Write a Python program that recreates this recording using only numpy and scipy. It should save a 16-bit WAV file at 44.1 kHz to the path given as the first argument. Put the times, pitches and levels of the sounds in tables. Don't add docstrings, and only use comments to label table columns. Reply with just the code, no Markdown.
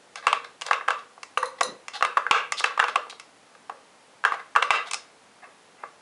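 import sys
import numpy as np
from scipy import signal
from scipy.fft import rfft, irfft, next_fast_len
from scipy.io import wavfile
from scipy.ndimage import uniform_filter1d, minimum_filter1d

SR = 44100
rng = np.random.default_rng(int(sys.argv[2]) if len(sys.argv) > 2 else 0)


def pcm_store(signal):
    levels = np.round(np.clip(np.atleast_2d(signal), -1, 1) * 32767)
    wavfile.write(sys.argv[1], SR, levels.astype(np.int16).T)


N = 265041


def amp(db):
    return 10 ** (np.asarray(db) / 20)


def unit_rms(x):
    return x / np.sqrt(np.mean(x ** 2) + 1e-20)


def burst(x):
    return x / np.linalg.norm(x) * np.sqrt(SR / 100)


def curve_at(points, hz):
    points_hz, values = np.transpose(points)
    return np.interp(np.log(hz + 1), np.log(points_hz), values)


def filtered(x, gain_at_hz):
    size = next_fast_len(len(x) + 8192)
    hz = np.fft.rfftfreq(size, 1 / SR)
    return irfft(rfft(x, size) * gain_at_hz(hz), size)[:len(x)]


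def band(x, low_hz, high_hz, order=2):
    sos = signal.butter(order, [low_hz, high_hz], "band", fs=SR, output="sos")
    return signal.sosfilt(sos, x)


def add(track, start_s, x):
    start = round(start_s * SR)
    track[start:start + len(x)] += x[:N - start]


def ring(modes, t, spread_db, detune):
    hz, db, t60_s = np.transpose(modes)[:, :, None]
    size, shift, side = rng.standard_normal((3, len(modes), 1))
    waves = np.sign(side) * np.sin(2 * np.pi * hz * (1 + detune * shift) * t)
    return np.sum(amp(db + spread_db * size - 60 * t / t60_s) * waves, axis=0)


# f/Hz, relative density/dB
AIR_SPECTRUM = [(15, -64), (25, -20), (58, -56), (77, -17), (228, -6.5), (287, -5.5), (361, -8),
                (421, -3.5), (478, -3.5), (632, -5.5), (755, -3.5), (836, -4), (2900, -13), (10900, -21.5),
                (14200, -33), (22000, -120)]


def room_tone(level_db=-55.5):
    noise = filtered(rng.standard_normal(N), lambda hz: amp(curve_at(AIR_SPECTRUM, hz)))
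    return amp(level_db) * unit_rms(noise)


# f/Hz, t60/s
REVERB_T60 = [(200, 0.67), (500, 0.34), (1200, 0.33), (2700, 0.35), (5000, 0.27), (10000, .21)]
# f/Hz, relative level/dB
REVERB_SPECTRUM = [(100, 6.5), (330, 0.5), (470, 16.5), (750, -3.5), (1200, 5.5), (2500, 1), (5000, 6.5),
                   (10000, 2.5)]


def reverb(x, room_db, build_s=.0011, hold_s=.0033):
    hz, t, noise = signal.stft(rng.standard_normal(SR // 3), SR, nperseg=256)
    age_s = np.hypot(t, hold_s) - hold_s
    colour_db = curve_at(REVERB_SPECTRUM, hz)[:, None]
    t60_s = curve_at(REVERB_T60, hz)[:, None]
    tail = signal.istft(noise * amp(colour_db - 60 * age_s / t60_s), SR, nperseg=256)[1]
    tail *= 1 - np.exp(-(np.arange(len(tail)) / SR / build_s) ** 2)
    return signal.fftconvolve(x, amp(room_db) * tail / np.linalg.norm(tail))


def in_room(x, room_db):
    wet = reverb(x, room_db)
    return wet + np.pad(x, (0, len(wet) - len(x)))


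# t/s, level/dB, t60/s, low edge/Hz
LOW_THUDS = [(1.656, -41, 0.15, 224), (1.687, -40.5, 0.079, 180), (1.718, -41.5, 0.14, 157),
             (2.31, -30, 0.012, 60.3)]


def low_thuds(top_hz=550):
    track, t = np.zeros(N), np.arange(SR // 5) / SR
    for start_s, db, t60_s, low_hz in LOW_THUDS:
        bump = band(rng.standard_normal(len(t)) * amp(-60 * t / t60_s), low_hz, top_hz)
        add(track, start_s, amp(db) * burst(bump))
    return track


# f/Hz, relative level/dB, t60/s
TAG_MODES = [(3790, 8.5, 0.023), (4080, 9.5, 0.036), (6150, 8.5, 0.027), (6850, 2, 0.039),
             (9600, 14, 0.013), (10770, -2, 0.042)]
# t/s, level/dB
TAG_SWINGS = [(1.3788, -37.5), (1.4298, -41), (1.458, -40), (1.632, -26.5), (1.982, -62)]


def tag_jingles(tick_db=13, tick_t60_s=.0074, room_db=-4):
    track, t = np.zeros(N), np.arange(SR // 4) / SR
    for start_s, db in TAG_SWINGS:
        tick = amp(tick_db - 60 * t / tick_t60_s) * band(rng.standard_normal(len(t)), 2700, 18000)
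        metal = ring(TAG_MODES, t, spread_db=2, detune=.003)
        add(track, start_s, in_room(amp(db) * burst(metal + tick), room_db))
    return track


# f/Hz, relative level/dB, t60/s
PEG_MODES = [(492, -13, 0.071), (519, -8.5, 0.037), (955, -0.5, 0.02), (1084, -9.5, 0.037),
             (1925, -8.5, 0.026)]
# t/s, level/dB
PEG_BOUNCES = [(1.3774, -34), (1.4298, -25), (1.6121, -24)]


def peg_tumbles(attack_s=.002, room_db=-4):
    track, t = np.zeros(N), np.arange(SR // 5) / SR
    rise = 1 - np.exp(-(t / attack_s) ** 2)
    for start_s, db in PEG_BOUNCES:
        peg = ring(PEG_MODES, t, spread_db=1.5, detune=.01)
        add(track, start_s, in_room(amp(db) * burst(rise * peg), room_db))
    return track


# f/Hz, relative level/dB, t60/s
WOOD_MODES = [(478, -5.5, 0.047), (690, -2.5, 0.022), (823, -0.5, 0.038), (1020, -2, 0.019),
              (1152.4, 0.5, 0.026), (1303, -5.5, 0.016), (1630, 2, 0.013), (2070, -3, 0.041),
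              (2280, 1.5, 0.011), (2671, -1, 0.036), (3400, -23, 0.0069), (3370, -6.5, 0.0058),
              (5170, 1, 0.017), (6100, -35, 0.0064), (7100, -39, .006), (8100, -42, 0.0051),
              (9150, 11.5, 0.0021)]
# start/s, end/s, wood level/dB, hiss level/dB
SCRAPE_STROKES = [(0.151, 0.198, -42, -46.5), (0.214, 0.295, -41.5, -52), (0.443, 0.453, -37.5, -44),
                  (0.641, 0.712, -40, -45), (0.975, 1.007, -54, -52.5), (1.58, 1.599, -46, -53),
                  (1.93, 1.984, -37.5, -37), (2.568, 2.606, -56, -29.5), (2.658, 2.652, -52, -28.5),
                  (2.874, 2.904, -36, -40.5), (3.095, 3.116, -58, -39), (4.313, 4.359, -34.5, -50),
                  (4.393, 4.407, -39.5, -52), (4.855, 4.899, -43.5, -45), (5.417, 5.472, -45.5, -72),
                  (5.767, 5.87, -52, -79)]


def scrapes(grain_db=4, grain_samples=64, hiss_hz=3610, room_db=-5):
    track, t = np.zeros(N), np.arange(SR // 16) / SR
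    slips = rng.standard_normal(N)
    grains = np.repeat(rng.standard_normal(N // grain_samples + 1), grain_samples)[:N]
    slips *= amp(grain_db * grains)
    for start_s, end_s, wood_db, hiss_db in SCRAPE_STROKES:
        length = max(round((end_s - start_s) * SR), 256)
        stroke = slips[round(start_s * SR):][:length]
        swell = np.sqrt(np.hanning(length))
        body = ring(WOOD_MODES, t, spread_db=2, detune=.015)
        wood = band(signal.fftconvolve(stroke, body)[:length], 590, 2200)
        hiss = band(stroke, hiss_hz / 1.13, hiss_hz * 1.13, order=1)
        rasp = amp(wood_db) * unit_rms(wood) + amp(hiss_db) * unit_rms(hiss)
        add(track, start_s, in_room(swell * rasp, room_db))
    return track


# low edge/Hz, high edge/Hz, crack t60/s
CONTACT_REGISTERS = [(499, 1147, 0.041), (926, 1850, 0.021), (1837, 3330, 0.015), (3800, 7850, 0.021)]


def wood_contact(pitch_hz, levels_db, directions=3, focus_db_per_octave=20):
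    t = np.arange(SR // 32) / SR
    hz, db, t60_s = np.transpose(WOOD_MODES)
    octaves_away = np.minimum(np.abs(np.log2(hz / pitch_hz)), .5)
    modes = np.column_stack([hz, db - focus_db_per_octave * octaves_away, t60_s])
    wood = np.array([ring(modes, t, spread_db=2, detune=.02) for _ in range(directions)])
    blow = np.zeros_like(wood)
    for level_db, (low_hz, high_hz, crack_t60_s) in zip(levels_db, CONTACT_REGISTERS):
        crack = amp(-60 * t / crack_t60_s) * rng.standard_normal(wood.shape)
        register = band(wood + crack, low_hz, high_hz)
        blow += amp(level_db) * np.array([burst(part) for part in register])
    return blow


# t/s, level/dB, click re level/dB
CLAW_TAPS = [(0.157, -37.5, -3), (0.6122, -39, -0.5), (0.6191, -31.5, -6), (0.6646, -38, 2.5),
             (1.231, -37.5, -3), (1.6097, -32, 3.5), (1.8823, -34.5, -5), (2.5216, -24, -5),
             (2.5977, -34, 1), (2.64, -36.5, 1), (3.0982, -42, -4), (3.198, -40, -4), (4.912, -32, -0.5),
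             (4.9342, -30, 0.5), (4.9428, -30.5, 1.5)]


def taps(pitch_hz=1400, hollow_db=-11, overtone_db=1, room_db=-9):
    for start_s, db, click_db in CLAW_TAPS:
        yield start_s, pitch_hz, (db + hollow_db, db, db + overtone_db, db + click_db), room_db


# t/s, pitch/Hz, level/dB, hardness/dB, touch lead/s, rebound lag/s (0 = none)
FLAP_FALLS = [(0.2686, 1360, -13.5, -4, 0, .011), (0.3289, 1330, -16, -4, 0.00021, 0),
              (0.7103, 1400, -14, -10, .025, 0.00011), (0.7314, 1330, -21.5, -1.5, 0.00021, .011),
              (0.81, 1240, -32.5, -25, 0, 0.00022), (0.8837, 1270, -16.5, -9.5, .004, 0.00031),
              (0.9059, 1280, -18.5, -7, 0.0014, 0.00093), (1.1785, 1130, -50.5, -23, 0.00035, 0.00033),
              (1.3743, 1180, -20.5, -6, 0.00037, 0.00046), (1.4287, 1210, -25, -30, 0.00094, 0.00093),
              (1.6097, 1020, -17.5, -8.5, 0.0018, .004), (2.025, 1230, -12.5, -8.5, .016, 0),
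              (2.0499, 1390, -19.5, -3.5, 0.00073, 0.00013), (2.171, 1240, -14.5, -13, 0.00072, .0056),
              (2.2658, 1630, -25.5, -20, 0.00011, 0.00025), (2.3113, 1480, -2.5, -2.5, 0.00027, 0.0023),
              (2.606, 1180, -28.5, -19, 0.00053, 0.00021), (2.6419, 1440, -13.5, -3.5, 0.0013, 0),
              (2.7768, 1200, -25, -9.5, 0.0012, 0.00041), (2.799, 1520, -10.5, -8.5, .005, 0),
              (2.8271, 1380, -22, -20, 0, 0), (2.8404, 1350, -21, -4.5, 0.0013, 0),
              (2.8827, 1280, -24.5, -6.5, 0, 0.000087), (2.9583, 1103, -14.5, -7.5, 0.0016, 0),
              (3.0684, 1120, -44, -7, 0, 0.000051), (3.1261, 1180, -43, -8, 0, 0),
              (3.5505, 1430, -47.5, -7, 0, 0), (3.6968, 1000, -31.5, -13, 0.0012, 0.00076),
              (4.2503, 1545, -10.5, -11, .011, .003), (4.3213, 1150, -22, -20, 0.00083, 0.02),
              (4.5613, 1410, -12, -11, .009, .006), (4.6254, 1270, -16, -4, 0.003, 0),
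              (4.7058, 1510, -4.5, -1.5, 0, 0.0032), (5.8374, 1110, -32, -32, 0.0021, 0)]


def flap_blows(touch_db=-8, touch_db_per_s=-420, touch_hardness_db=-2.5, rebound_db=-8.5):
    for start_s, pitch_hz, db, hardness_db, lead_s, lag_s in FLAP_FALLS:
        yield start_s, pitch_hz, db, hardness_db
        if lead_s > 0:
            light_db = db + touch_db + touch_db_per_s * lead_s
            yield start_s - lead_s, pitch_hz, light_db, hardness_db + touch_hardness_db
        if lag_s > 0:
            yield start_s + lag_s, pitch_hz, db + rebound_db, hardness_db


def knocks(middle_hz=1295, firm_db=-16.5, hollow_db_per_octave=-24, room_db_per_octave=9):
    for start_s, pitch_hz, db, hardness_db in flap_blows():
        octaves = np.log2(pitch_hz / middle_hz)
        hollow_db = -28.5 + .7 * (db - firm_db) + hollow_db_per_octave * octaves
        click_db = db - 19 + .66 * hardness_db
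        room_db = -7 + room_db_per_octave * min(octaves, 0)
        yield start_s, pitch_hz, (hollow_db, db, db + hardness_db, click_db), room_db


# f/Hz, relative level/dB, t60/s
BOARD_MODES = [(478, 4, 0.74), (662, 21, 0.1), (1087, -6, 0.34), (1168, -14, 0.14), (1384, 8, 0.25),
               (1520, 6, 0.27), (2004, 12, 0.36), (2220, -30, 0.44), (2310, -2, 0.62), (2750, -26, 0.085),
               (3380, 1, .28), (3730, 15.5, 0.35), (4240, -6, 0.32)]


def puzzle_board(board_re_room_db=-15):
    track = np.zeros(N)
    board = ring(BOARD_MODES, np.arange(SR // 4) / SR, spread_db=0, detune=0)
    board = amp(board_re_room_db) * board / np.linalg.norm(board)
    for start_s, pitch_hz, levels_db, room_db in [*knocks(), *taps()]:
        direct, *sideways = wood_contact(pitch_hz, levels_db)
        add(track, start_s, direct)
        add(track, start_s, amp(room_db) * signal.fftconvolve(direct, board))
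        tail = sum(reverb(part, room_db) for part in sideways) / np.sqrt(len(sideways))
        add(track, start_s, tail)
    return track


def scene():
    return (puzzle_board() + peg_tumbles() + tag_jingles() + scrapes() + low_thuds() + room_tone())[None]


def limiter(x, ceiling_db=-2, release_db_per_s=203):
    over_db = np.maximum(20 * np.log10(np.abs(x) + 1e-9) - ceiling_db, 0)
    climb_db = release_db_per_s * np.arange(N) / SR
    duck_db = np.maximum.accumulate(over_db + climb_db) - climb_db
    gain_db = uniform_filter1d(minimum_filter1d(-duck_db, size=32), size=32)
    return x * amp(gain_db)


def record(dry, clip_level=.76, asymmetry=.031, top_hz=11100):
    held = limiter(dry[0])
    rounded = held / (1 + (held / clip_level) ** 6) ** (1 / 6)
    bent = rounded + asymmetry * rounded ** 2
    return filtered(bent, lambda hz: 1 / (1 + (hz / top_hz) ** 120))[None]


dry = scene()
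out = record(dry)
pcm_store(out)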